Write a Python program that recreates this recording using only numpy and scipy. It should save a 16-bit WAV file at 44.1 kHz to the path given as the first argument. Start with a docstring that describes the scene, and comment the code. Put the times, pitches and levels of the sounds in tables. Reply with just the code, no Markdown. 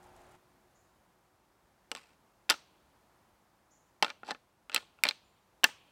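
"""A louder outdoor background with a far hum and faint leaf ticks cuts abruptly to quieter forest air;
the hum lingers faintly and a small bird whistles far off. Near two seconds a hunter knocks two deer
antlers together close by, trailed by a soft, fading hiss, then clashes them harder: dry knocks and
rebounds ring the tines and beams, and trunks scatter the clacks back. The bird calls again, and from four
seconds on comes a longer bout with tines scraping between blows, a last faint whistle and a final clash."""
import sys
import numpy as np
from scipy import signal
from scipy.fft import rfft, irfft
from scipy.io import wavfile

SR = 44100
rng = np.random.default_rng(int(sys.argv[2]) if len(sys.argv) > 2 else 0)


def persist_wave(psi):
    """Save psi, clipped to +-1, as 16-bit WAV."""
    counts = np.round(np.clip(psi, -1, 1) * 32767).astype(np.int16)
    wavfile.write(sys.argv[1], SR, np.atleast_2d(counts).T)


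N = 260631
T = np.arange(N) / SR
OPENING_END_S = .366

# The tone of the louder opening background. Each row: frequency in Hz, relative level in dB.
OPENING_SPECTRUM = [(12, -19), (20, -3.5), (98, -4.5), (210, -9.5), (328, -14), (357, -20), (388, -10.5),
                    (527, -8.5), (802, -1.5), (1120, -13), (1260, -12), (4300, -27), (8890, -34),
                    (16000, -41)]
# The tone of the still forest air. Each row: frequency in Hz, relative level in dB.
AIR_SPECTRUM = [(15, -39), (25, -16), (48, -1), (153, -3), (185, -1.5), (256, -5.5), (354, -3), (384, -5.5),
                (427, -7), (887, -3.5), (2840, -19), (10400, -25), (14800, -27), (16000, -30.5)]
# Thin, rising bird calls. Each row: start in seconds, relative level in dB, starting pitch in Hz.
BIRD_CALLS = [(.742, -77, 5740), (3.702, -71.5, 5350), (5.235, -82, 6800)]
# Bending modes of the hand-held antlers. Each row: pitch in Hz, relative level in dB, t60 in seconds.
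ANTLER_MODES = [ (252, -20.5, .08), (335, -20.5, 0.027), (467, -17, 0.1), (581, -13, 0.059),
                (805, -11, 0.046), (866, -8, 0.056), (1071, -10, 0.041), (1268, -9, 0.057),
                (1435, -7, 0.034), (1580, -11, 0.018), (1770, -8, 0.042), (2100, -8, .028),
                (2400, -7.5, 0.0098), (2682, -0.5, 0.025), (3085, -0.5, 0.017), (3374, 2, 0.0093),
                (3640, -3, 0.019), (4070, 1, 0.014), (4570, -5, .02), (4950, -4.5, 0.013), (5530, -4, .018),
                (7720, -1, 0.014), (8200, -5.5, 0.015), (9840, -8, 0.013), (9380, -9.5, .016),
                (12200, -7, .014)]
# The crack of the many weak overtones. Each row: frequency in Hz, gain in dB.
CRACK_SPECTRUM = [(120, -15), (210, -8), (500, -8), (1200, -1), (3000, 1.5), (4300, 2), (5600, 1),
                  (6600, -6), (7800, 0), (9000, -3.5), (12500, -0.5), (16000, -7)]
# The tines, from the longest (a) to the shortest (l). 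Each entry: letter, note in Hz.
TINE_HZ = dict(a=856, b=1100, c=1430, d=1770, e=2200, f=2400, g=2690, h=2930, i=3230, j=4165, k=4950, l=7750)
# Single blows of antler on antler. Each row: start in seconds, attack level in dB, contact brightness
# in Hz, the two tines that meet, low-end gain from the heavy beam in dB.
BLOWS = [ (1.9160, -32, 8990, "lh", 10.5), (1.9506, -39.5, 8000, "lg", 10), (2.4936, -27, 3000, "id", -13),
         (2.4995, -18, 14520, "kk", -5.5), (2.5030, -20, 5800, "cd", -4), (2.5080, -23.5, 12000, "dc", 1.5),
         (2.5403, -39.5, 2800, "jc", -2.5), (4.0255, -18, 5800, "ga", -6.5),
         (4.0303, -25.5, 4200, "ga", -0.5), (4.0459, -28, 3900, "jc", -3.5),
         (4.1022, -38.5, 3500, "fc", -5), (4.2327, -42, 1800, "ca", 4), (4.2879, -36.5, 1790, "aa", -2.5),
         (4.3085, -31.5, 7000, "jd", 7), (4.315, -34.5, 5500, "da", 14), (4.348, -48, 2600, "dc", 0),
         (4.6968, -41, 5600, "hc", 1.5), (4.7458, -23.5, 17000, "lj", -2), (4.7619, -21.5, 7500, "jg", 0),
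         (4.778, -36, 4120, "je", -2.5), (4.8275, -56.5, 3000, "jb", 12), (4.9885, -57.5, 2525, "gc", 5),
         (5.0368, -17, 16000, "fe", -14), (5.0880, -21.5, 7140, "jj", -20),
         (5.1100, -33.5, 4670, "jf", -11.5), (5.6357, -26, 3700, "hb", -3), (5.6414, -13, 10500, "hd", -7),
         (5.6445, -17, 4500, "id", -2), (5.6890, -47, 2000, "da", -6)]
# What trunks and leaves throw back. Each row: frequency in Hz, echo gain in dB.
ECHO_SPECTRUM = [(200, -26), (700, -24), (1500, -27.5), (3000, -25.5), (4200, -23), (6000, -22.5),
                 (8000, -20), (13000, -26)]
# Runs of rebounds. Each row: start in seconds, first attack level in dB, contact brightness in Hz,
# the two tines, low-end gain from the beam in dB, first gap in seconds, loss per rebound in dB.
REBOUND_RUNS = [ (1.9619, -45, 7500, "fb", -1, 0.0091, 3.5), (2.5166, -31, 6500, "ic", 4.5, .0045, 3.5),
                (4.0636, -39, 3200, "fc", 5, 0.017, 4), (4.2973, -41.5, 3000, "da", 5, .0075, 2),
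                (4.7180, -46, 5200, "jg", 8, 0.01, 0), (4.768, -35.5, 4460, "ic", 0.5, 0.0047, 6),
                (5.053, -25, 3980, "fj", 5, 0.015, 6)]
# A soft, fading hiss trailing the first knocks, then three scrapes of tine on tine. Each row: start in
# seconds, length in seconds, opening level in dB, closing level in dB, the two tines that colour it.
HISS_AND_SCRAPES = [ (1.965, .19, -59.5, -74.5, "lf"), (4.031, .085, -49, -58.5, "jf"),
                    (4.244, .07, -58.5, -46.5, "ja"), (4.749, 0.083, -46, -67, "jc")]


def undb(db):
    """Decibels to gain."""
    return 10 ** (np.asarray(db) / 20)


def unit(x):
    """Scale to rms 1."""
    return x / np.sqrt(np.mean(x ** 2))


def attack_unit(x):
    """Scale to rms 1 over the first 5 ms."""
    return x / np.sqrt(np.mean(x[:SR // 200] ** 2))


def fade(t, t60):
    """Exponential decay that loses 60 dB in t60 seconds."""
    return np.exp(-np.log(1000) * t / t60)


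def walk(turns_per_s):
    """Smooth random wander, spread near 1."""
    steps = rng.standard_normal(512)
    return np.interp(T * turns_per_s, np.arange(len(steps)), steps)


def add(out, start_s, x):
    """Mix x into out from start_s on."""
    start = int(start_s * SR)
    out[start:start + len(x)] += x


def colour(x, points):
    """Minimum-phase EQ through (Hz, dB) points, so nothing rings ahead of an attack."""
    hz, db = np.transpose(points)
    size = 4096
    grid = np.maximum(np.fft.rfftfreq(size, 1 / SR), 1)
    gain = undb(np.interp(np.log(grid), np.log(hz), db))
    cepstrum = irfft(np.log(gain))
    cepstrum[1:size // 2] *= 2
    cepstrum[size // 2 + 1:] = 0
    return signal.fftconvolve(x, irfft(np.exp(rfft(cepstrum))))[:len(x)]


def resonate(x, hz, width_hz):
    """One resonance, gain 1 at its centre."""
    return signal.lfilter(*signal.iirpeak(hz, hz / width_hz, fs=SR), x)


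def lowpass(x, hz, order):
    """Butterworth low-pass."""
    return signal.lfilter(*signal.butter(order, min(hz, .45 * SR), fs=SR), x)


def highpass(x, hz, order):
    """Butterworth high-pass."""
    return signal.sosfilt(signal.butter(order, hz, "high", fs=SR, output="sos"), x)


def opening_background(db=-60.5, flutter_db=1.0, hollow_db=-69, cutoff_s=0.0089):
    """A louder outdoor background with a hollow note in it; both cut off abruptly."""
    bed = unit(colour(rng.standard_normal(N), OPENING_SPECTRUM)) * undb(db + flutter_db * walk(31))
    hollow = undb(hollow_db) * unit(resonate(rng.standard_normal(N), hz=815, width_hz=110))
    return (bed + hollow) * np.clip((OPENING_END_S - T) / cutoff_s, 0, 1)


def far_hum(hz=361, waver=0.007, start_db=-69, drop_db=10, sink_db_per_s=6.5, waver_db=2):
    """A far, wavering tone, louder in the opening background, that then sinks into the forest air."""
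    since_opening = np.maximum(T - OPENING_END_S, 0)
    db = start_db - drop_db * (1 - fade(since_opening, 0.037)) - sink_db_per_s * since_opening
    pitch = hz * (1 + waver * walk(14))
    tone = np.sin(2 * np.pi * np.cumsum(pitch) / SR)
    return unit(tone) * undb(db + waver_db * walk(26))


def leaf_rustle(ticks_per_s=320, db=-76, tick_t60=0.018):
    """Dry leaves tick faintly in the opening background."""
    ticks = (rng.random(N) < ticks_per_s / SR) * rng.exponential(size=N)
    envelope = signal.fftconvolve(ticks, fade(T[:SR], tick_t60))[:N]
    leaves = resonate(envelope * rng.standard_normal(N), hz=8000, width_hz=5000)
    return undb(db) * unit(lowpass(leaves, 12300, order=4)) * (T < OPENING_END_S)


def forest_air(db=-69, swell_db=0.94):
    """A soft, dark bed of air that gently swells and eases."""
    return unit(colour(rng.standard_normal(N), AIR_SPECTRUM)) * undb(db - swell_db * walk(2.2))


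def bird(top_hz=7350, rise_s=0.006, length_s=0.02, echo_t60=0.62, direct_gain=0.3, echo_gain=4.2):
    """Short upward whistles that level off, smeared by the trees."""
    calls = np.zeros(N)
    for start_s, db, start_hz in BIRD_CALLS:
        t = np.clip(T - start_s, 0, length_s)
        hz = top_hz + (start_hz - top_hz) * np.exp(-(t / rise_s) ** 2 / 2)
        calls += undb(db) * np.sin(np.pi * t / length_s) * np.sin(2 * np.pi * np.cumsum(hz) / SR)
    trees = rng.standard_normal(SR) * fade(T[:SR], echo_t60)
    echo = signal.fftconvolve(calls, trees / np.linalg.norm(trees))[:N]
    return direct_gain * calls + echo_gain * echo


def antler_ring(t, scatter_db=2, detune=0.015):
    """The bending modes ring; place of contact and grip change their weights, signs and tuning."""
    hz, db, t60 = np.transpose(ANTLER_MODES)[:, :, None]
    weight, shift, side = rng.standard_normal((3, len(ANTLER_MODES), 1))
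    swing = np.sin(2 * np.pi * hz * (1 + detune * shift) * t)
    return np.sum(np.sign(side) * undb(db + scatter_db * weight) * swing * fade(t, t60), axis=0)


def crack(t, t60_at_1k=.06, damping_slope=0.61, snap_db=6, snap_t60=.006, tick_db=21):
    """Dense overtones: a tick and snap at contact, then the high ones die before the low ones."""
    noise = rfft(rng.standard_normal(len(t)))
    octave = np.log2(np.maximum(np.fft.rfftfreq(len(t), 1 / SR), 1) / 1000)
    centres = np.arange(-3, 5)  # octaves from 1 kHz
    overtones = np.zeros(len(t))
    for centre in centres:
        band = irfft(noise * np.interp(octave, centres, centres == centre), len(t))
        overtones += band * fade(t, t60_at_1k * 2. ** (-damping_slope * centre))
    snap = 1 + undb(snap_db) * fade(t, snap_t60)
    tick = undb(tick_db) * (t == 0)
    return colour(overtones * snap + tick, CRACK_SPECTRUM)


def tine_note(t, hz, t60_at_1k=0.031, damping_slope=.33, weak_above_hz=6500):
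    """The note of one tine; short, high tines ring more briefly and faintly."""
    t60 = t60_at_1k * (1000 / hz) ** damping_slope
    return np.sin(2 * np.pi * hz * t) * fade(t, t60) / (1 + (hz / weak_above_hz) ** 4)


def knock(contact_hz, pair, beam_db, ring_db=-1, crack_db=3, note_db=1):
    """One dry clack of antler on antler, scaled to rms 1 at its attack."""
    t = T[:4096]
    clack = undb(ring_db) * antler_ring(t) + undb(crack_db) * crack(t)
    # the two tines that meet favour the modes near them and sound their own notes
    notes = [TINE_HZ[name] for name in pair]
    clack = clack + sum(resonate(clack, hz, width_hz=0.22 * hz) for hz in notes)
    clack = attack_unit(clack) + undb(note_db) * sum(tine_note(t, hz) for hz in notes)
    # a blow near the base also moves the heavy beam: a low shelf sets its weight
    clack = clack + (undb(beam_db) - 1) * lowpass(clack, hz=900, order=1)
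    # a glancing, longer contact cannot excite the treble
    clack = lowpass(clack, contact_hz, order=2)
    # slender bone radiates almost nothing below its lowest mode
    return attack_unit(highpass(clack, hz=200, order=4))


def clashes():
    """The antlers strike each other in clusters of single blows."""
    out = np.zeros(N + SR)
    for start_s, db, contact_hz, pair, beam_db in BLOWS:
        add(out, start_s, undb(db) * knock(contact_hz, pair, beam_db))
    return out[:N]


def woodland_echo(x, near_t60=0.34, far_t60=1.3, far_db=-15.5, far_hz=3000, far_octaves=0.38,
                  onset_s=0.0034, flicker_db=1.6, absorb_hz=14500):
    """Countless trunks and leaves scatter each band into a diffuse tail; upper mids carry furthest."""
    t = T[:SR]
    hz, db = np.transpose(ECHO_SPECTRUM)
    edges_hz = [180, 450, 900, 1500, 2300, 3400, 4700, 6400, 9000, 16000]
    onset = 1 - np.exp(-(t / onset_s) ** 2)
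    out = np.zeros(N)
    for low, high in zip(edges_hz, edges_hz[1:]):
        centre = np.sqrt(low * high)
        band = signal.butter(3, (low, high), "band", fs=SR, output="sos")
        reach = undb(far_db) * np.exp(-(np.log2(centre / far_hz) / far_octaves) ** 2 / 2)
        t60 = near_t60 / (1 + (centre / absorb_hz) ** 2)  # air and foliage swallow the treble
        tail = (fade(t, t60) ** 2 + (reach * fade(t, far_t60)) ** 2) * onset
        power = np.abs(signal.fftconvolve(signal.sosfilt(band, x) ** 2, tail / tail.sum())[:N])
        scatter = unit(signal.sosfilt(band, rng.standard_normal(N)))
        out += np.sqrt(power) * scatter * undb(np.interp(centre, hz, db) + flicker_db * walk(70))
    return out


def chatter(knocks=4, gap_ratio=.84):
    """A loosely held antler rebounds, each knock sooner than the last and usually lighter."""
    out = np.zeros(N + SR)
    for at_s, db, contact_hz, pair, beam_db, gap_s, loss_db in REBOUND_RUNS:
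        for k in range(knocks):
            add(out, at_s, undb(db - k * loss_db) * knock(contact_hz, pair, beam_db, note_db=-1))
            at_s += gap_s * gap_ratio ** k
    return out[:N]


def hiss_and_scrapes(grains_per_s=1500, layers=4, contact_hz=8000):
    """Dense tiny knocks blur into a soft hiss, and later into ridges of bone catching and slipping."""
    out = np.zeros(N + SR)
    for start_s, length_s, start_db, end_db, pair in HISS_AND_SCRAPES:
        size = int(length_s * SR)
        triggers = rng.random((layers, size)) < grains_per_s / layers / SR
        texture = np.zeros(size)
        for impulses in triggers * rng.standard_normal((layers, size)):
            grain = knock(contact_hz, pair, beam_db=12.5, ring_db=-2.5, note_db=-8)
            texture += signal.fftconvolve(impulses, grain)[:size]
        envelope = undb(np.linspace(start_db, end_db, size)) * signal.windows.tukey(size, .15)
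        add(out, start_s, unit(texture) * envelope)
    return out[:N]


def scene():
    """Antlers up front, the woodland around them, in mono."""
    antlers = clashes() + chatter() + hiss_and_scrapes()
    mix = antlers + woodland_echo(antlers) + bird() + forest_air() + opening_background()
    return (mix + far_hum() + leaf_rustle())[None]


def record(dry, ceiling=0.7, top_hz=16400):
    """Soft saturation rounds the hardest peaks, and a steep low-pass cuts the very top."""
    rounded = ceiling * np.tanh(dry / ceiling)
    return signal.sosfilt(signal.ellip(10, .2, 80, top_hz, fs=SR, output="sos"), rounded)


dry = scene()
out = record(dry)
persist_wave(out)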